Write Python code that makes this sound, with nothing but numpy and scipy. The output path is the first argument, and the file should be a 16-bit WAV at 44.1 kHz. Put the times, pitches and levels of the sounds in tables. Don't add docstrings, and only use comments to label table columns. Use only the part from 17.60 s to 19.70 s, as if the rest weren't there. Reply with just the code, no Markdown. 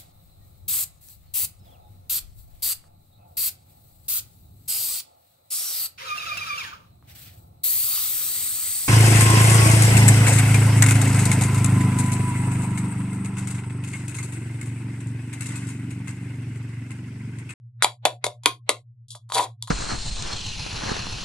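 import sys
import numpy as np
from scipy import signal
from scipy.fft import rfft, irfft
from scipy.io import wavfile
from scipy.ndimage import uniform_filter1d

SR = 44100
rng = np.random.default_rng(int(sys.argv[2]) if len(sys.argv) > 2 else 0)


def pcm_store(signal):
    levels = np.round(np.clip(np.atleast_2d(signal), -1, 1) * 32767)
    wavfile.write(sys.argv[1], SR, levels.astype(np.int16).T)


def boost(x):
    u = np.asarray(x, float) / 20
    return 10 ** u


N = 92610

MOTOR_HZ = 120.08, 111.95
# t/s, upper tone level/dB, lower tone level/dB
MOTOR_LEVELS = [
    (0, -46, -54),
    (.2, -44.5, -51),
    (.27, -48, -53),
    (.45, -46.5, -55.5),
    (.65, -48.5, -52.5),
    (.85, -48, -56.5),
    (1.1, -52, -53.5),
    (1.3, -53, -55.5),
    (1.65, -51.5, -51),
    (2.1, -46, -44.5),
]
# f/Hz, level/dB
RUMBLE_SPECTRUM = [(20, 5), (35, -2.5), (55, 7), (80, 11.5), (118, 30.5), (160, 2), (260, 1), (1000, -20)]
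# f/Hz, T60/s, level/dB, left-right likeness/1
ROOM_BANDS = [(240, 0.38, -28, 1), (464, 0.22, -12.5, 1), (1000, 0.12, -7, 0.23), (1699, 0.17, -15.5, 0.37),
              (3730, 0.19, -15, 0.25), (5870, 0.2, -19, 0.91), (11700, 0.19, -19.5, 1)]
# f/Hz, bandwidth/Hz, level/dB
MESH_RESONANCES = [(3454, 350, -3), (3936, 170, -5.5), (4520, 200, -6.5), (7250, 580, -7),
                   (9100, 1300, -10), (10500, 1000, -3.5)]
# f/Hz, bandwidth/Hz, level/dB
FRAME_RESONANCES = [(1466, 300, -5), (2010, 440, -16.5), (2228, 450, 2.5), (2870, 720, -9)]
# f/Hz, level/dB, T60/s
RIM_MODES = [(309, -23, 0.23), (520, -31.5, 0.12), (600, -35, 0.27), (722, -25.5, 0.18), (842, -45.5, .1),
             (977, -19, 0.12), (1068.3, -19.5, .17), (1060, -23.5, 0.044)]
# t/s, knock level/dB, knock f/Hz, crack level/dB, mesh rattle level/dB
TAPS = [(0.2234, -4.5, 1390, -7.5, -15.5), (.2236, -12, 2106, -20, -39.5), (.233, -17.5, 790.5, -30, -30),
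        (0.2446, -4.5, 833, -4.5, -41.5), (0.4527, -3, 734, -2, -24), (.453, -12, 3393, -30, -50),
        (.4562, -7.5, 608, -14.5, -53.5), (.469, -9.5, 670, -54, -65), (0.6421, -13, 1000, -5.5, -26.5),
        (0.6408, -11.5, 2088, -21, -41.5), (.643, -18, 400, -30, -51), (.6652, -12.5, 600, -18.5, -37),
        (0.835, -39, 950, -30.5, -47.5), (0.858, -5, 1050, 2.5, -27.5), (0.8597, -15.5, 5890, -30, -50),
        (0.8593, -12, 1553, -30, -50), (0.8611, -10.5, 345.4, -12, -38.5), (1.0923, -8, 520, -2, -27),
        (1.0916, -13, 1134, -11.5, -39.5), (1.0928, -9, 2289, -20, -37.5),
        (1.0925, -10.5, 2870, -30, -50.5), (1.1, -20.5, 204, -41, -52)]
# t/s, knock level/dB, knock f/Hz, crack level/dB, mesh rattle level/dB
TOUCHES = [(1.483, -100, 873, -63.5, -49.5), (1.5041, -87.5, 1000, -35.5, -35.5),
           (1.528, -54, 1100, -39, -47), (1.55, -33.5, 1063, -37.5, -43.5), (1.553, -35, 645, -34.5, -60),
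           (1.691, -46.5, 1110, -54, -52), (1.7005, -26.5, 1066, -40, -47.5),
           (1.7206, -15.5, 1090, -25.5, -33), (1.7452, -23, 1000, -19, -31), (1.754, -44, 900, -22, -50),
           (1.7815, -19, 742, -21, -40), (1.797, -15, 688, -26.5, -49), (2.0246, -39.5, 1000, -18.5, -40.5),
           (2.0738, -36.5, 1093, -27.5, -40.5), (2.0795, -28.5, 1074, -53, -75)]
# t/s, rim knocking level/dB, mesh hiss level/dB
SHAKE = [
    (1.72, -130, -130),
    (1.735, -38, -35.5),
    (1.746, -34.5, -20.5),
    (1.762, -27, -30.5),
    (1.783, -22, -21.5),
    (1.799, -21.5, -32),
    (1.808, -34, -30),
    (1.845, -37, -31.5),
    (1.86, -37.5, -47.5),
    (1.93, -130, -130),
]


def rms_one(x):
    return x / np.sqrt(np.mean(x ** 2) + 1e-20)


def in_time(rows):
    s, *columns = np.transpose(rows)
    return [np.interp(np.arange(N) / SR, s, column) for column in columns]


def at_hz(rows, hz, column=1):
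    table = np.array(rows)
    return np.interp(np.log(hz + 1), np.log(table[:, 0] + 1), table[:, column])


def butterworth(x, order, hz, kind="low"):
    return signal.sosfilt(signal.butter(order, hz, kind, fs=SR, output="sos"), x)


def decay(size, t60):
    return boost(-60 * np.arange(size) / SR / t60)


def ring(clicks, hz, t60):
    r, w = boost(-60 / (t60 * SR)), 2 * np.pi * hz / SR
    return signal.lfilter([0, np.sin(w)], [1, -2 * r * np.cos(w), r * r], clicks + 1e-18)


def resonances(x, rows):
    out = 0
    for hz, width, db in rows:
        r = np.exp(-np.pi * width / SR)
        poles = [1, -2 * r * np.cos(2 * np.pi * hz / SR), r * r]
        out = out + boost(db) * signal.lfilter([(1 - r * r) / 2, 0, (r * r - 1) / 2], poles, x)
    return out


def flutter(hz):
    return rms_one(butterworth(rng.standard_normal(N), 2, hz))


def motors():
    wobble_db, fan_hz, fan_db, rumble_db = 2.56, 201, -87.5, -67.5
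    t = np.arange(N) / SR
    upper_db, lower_db = in_time(MOTOR_LEVELS)
    upper_hz, lower_hz = MOTOR_HZ
    wobble = wobble_db * np.interp(t, np.linspace(0, N / SR, 30), rng.standard_normal(30))
    upper = boost(upper_db + wobble) * np.cos(2 * np.pi * upper_hz * t)
    lower = boost(lower_db) * np.cos(2 * np.pi * lower_hz * t)
    fan = boost(fan_db) * np.sin(2 * np.pi * fan_hz * t)

    hz = np.fft.rfftfreq(N, 1 / SR)
    noise = rng.standard_normal((3, N))
    stereo = noise[0] + 0.83 * noise[1:]
    spectrum_db = at_hz(RUMBLE_SPECTRUM, hz) - 9.6 * np.log2(1 + hz / 1000)
    rumble = irfft(rfft(stereo) * boost(spectrum_db), N)
    return np.sqrt(2) * (upper - lower + fan) + boost(rumble_db) * rms_one(rumble)


def kitchen(x):
    early_t60_s, early_db, rise_s, tail_end_s = 0.01, 1, 0.006, 0.13
    size = SR // 2
    t = np.arange(size) / SR
    edges = 180 * 2 ** np.arange(0, 6.6, .5)
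    tail = 0
    for low, high in zip(edges, edges[1:]):
        mid, side = butterworth(rng.standard_normal((2, size)), 2, [low, high], "band")
        hz = np.sqrt(low * high)
        alike = np.clip(at_hz(ROOM_BANDS, hz, column=3), 0, 1)
        shape = decay(size, at_hz(ROOM_BANDS, hz)) + boost(early_db) * decay(size, early_t60_s)
        stereo = np.sqrt(1 + alike) * mid + np.sqrt(1 - alike) * side * [[1], [-1]]
        tail = tail + boost(at_hz(ROOM_BANDS, hz, column=2) - 25) * shape * stereo
    tail = tail * np.minimum(t / rise_s, 1) * np.exp(-(t / tail_end_s) ** 4)
    return signal.fftconvolve(x.mean(axis=0)[None], tail, axes=1)[:, :N]


def grains(per_s):
    spread_db = 4
    sizes = boost(spread_db * np.minimum(rng.exponential(1, N), 4)) * rng.choice([-1, 1], N)
    return rms_one(sizes * (rng.random(N) < per_s / SR))


def mesh(x):
    broad_db, low_hz, top_hz = -10.5, 3240, 10670
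    bright = butterworth(boost(broad_db) * x + resonances(x, MESH_RESONANCES), 8, low_hz, "high")
    return butterworth(bright, 2, top_hz)


def impacts():
    knock_t60_s, rise_cycles, wander_s, soft_slows_per_db = 0.0096, 0.25, 8e-5, 0.0028
    crack_t60_s, crack_rise_s, rattle_t60_s, snap_db = 0.0074, 0.00028, 0.056, 5.5
    jar_law, jar_t60_s = 1.285, 0.026
    size = SR // 4
    t = np.arange(size) / SR
    knock, jar, bright, snap = np.zeros((2, N + SR)), np.zeros(N + SR), np.zeros(N + SR), np.zeros(N)
    contacts = TAPS + TOUCHES
    lags = wander_s * rng.uniform(-0.9, 1, (len(contacts), 1)) * [1, -1]
    for (s, knock_db, hz, crack_db, rattle_db), lag in zip(contacts, lags):
        i = int(s * SR)
        slow = 1 - soft_slows_per_db * min(knock_db, 0)
        rise = np.minimum(t * hz / rise_cycles / slow ** 2, 1) ** 2
        tone = np.sin(2 * np.pi * hz * (t + lag[:, None]))
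        damping = decay(size, slow * knock_t60_s * np.sqrt(1000 / hz))
        knock[:, i:i + size] += boost(knock_db) * rise * tone * damping
        snap[i + 4] += boost(crack_db + snap_db)
        jar[i:i + size] += boost(jar_law * (knock_db + crack_db) / 2) * decay(size, jar_t60_s)
        crack = boost(crack_db) * decay(size, crack_t60_s)
        rattle = boost(rattle_db - 60 * (t / rattle_t60_s) ** 2)
        bright[i:i + size] += np.minimum(t / crack_rise_s, 1) * (crack + rattle)
    return knock[:, :N], jar[:N], bright[:N], snap


def rim(knock):
    roughness, rough_hz = 1, 37
    ringing = 0
    for hz, db, t60 in RIM_MODES:
        uneven = 1 + roughness * flutter(rough_hz)
        ringing = ringing + boost(db - 33) * ring(knock, hz, t60) * uneven
    return ringing


def sieve():
    tumbles_per_s, grains_per_s, grit_apart = 900, 9700, 0.47
    frame_db, low_cut_hz = -8.5, 349
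    knock, jar, bright, snap = impacts()
    knocking_db, hiss_db = in_time(SHAKE)
    tumbles = grains(tumbles_per_s)
    own_grit = np.array([grains(grains_per_s), grains(grains_per_s)])
    grit = grains(grains_per_s) + grit_apart * own_grit
    lumps = ring(tumbles, 780, 0.028) + 0.98 * ring(tumbles, 950, 0.026) + 0.25 * ring(tumbles, 569, 0.036)
    knock = knock + boost(knocking_db) * rms_one(lumps)
    shaken_frame = (jar + boost(knocking_db + 0.5)) * grit
    frame = boost(frame_db + 7.5) * resonances(shaken_frame, FRAME_RESONANCES)
    basket = 2.0 * mesh((bright + boost(hiss_db)) * grit + snap)
    return butterworth(knock + rim(knock) + frame + basket, 4, low_cut_hz, "high")


def ports(x):
    lead_s, left_db = 36e-6, 1.77
    lead = 2 * np.pi * np.fft.rfftfreq(N, 1 / SR) * lead_s
    shifted = irfft(rfft(x) * np.exp(.5j * lead * [[1], [-1]]), N)
    return shifted * boost([[left_db / 2], [-left_db / 2]])


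def suppress(x):
    gate_db, gate_low_db, tilt_db_per_octave = -52.5, 6.5, -9
    slope, floor_db = 0.91, -39.5
    smear_db, smear_top_hz = -21.5, 4000
    hz, _, spec = signal.stft(x, SR, nperseg=2048, noverlap=1536)
    hz = hz[:, None]
    power = uniform_filter1d(np.mean(np.abs(spec) ** 2, axis=0), size=15, axis=0) * 768
    threshold_db = gate_db + gate_low_db / (1 + (hz / 600) ** 4) + tilt_db_per_octave * np.log2(1 + hz / 1000)
    share = power / (power + boost(2 * threshold_db))
    gain = np.maximum(share ** slope, boost(floor_db))
    random_phase = np.exp(2j * np.pi * rng.random(spec.shape))
    smear = boost(smear_db) * random_phase / (1 + (hz / smear_top_hz) ** 4)
    return signal.istft(spec * (1 + smear) * gain, SR, nperseg=2048, noverlap=1536)[1][:, :N]


def scene():
    dry = sieve()
    limited = np.clip(ports(dry + kitchen(dry)), -.93, .93)
    return suppress(butterworth(limited, 2, 170, "high")) + motors()


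def roll_off(x):
    return signal.sosfilt(signal.butter(12, 12750, fs=SR, output="sos"), x)


def record(dry):
    cut_hz, leak_db = 12200, -19.5
    low = signal.sosfilt(signal.cheby2(8, 50, cut_hz * 1.1, fs=SR, output="sos"), dry)
    leak = boost(leak_db) * butterworth(dry, 8, 16500)
    mix = np.clip(low + leak, -1, 1)
    return roll_off(mix)


dry = scene()
out = record(dry)
pcm_store(out)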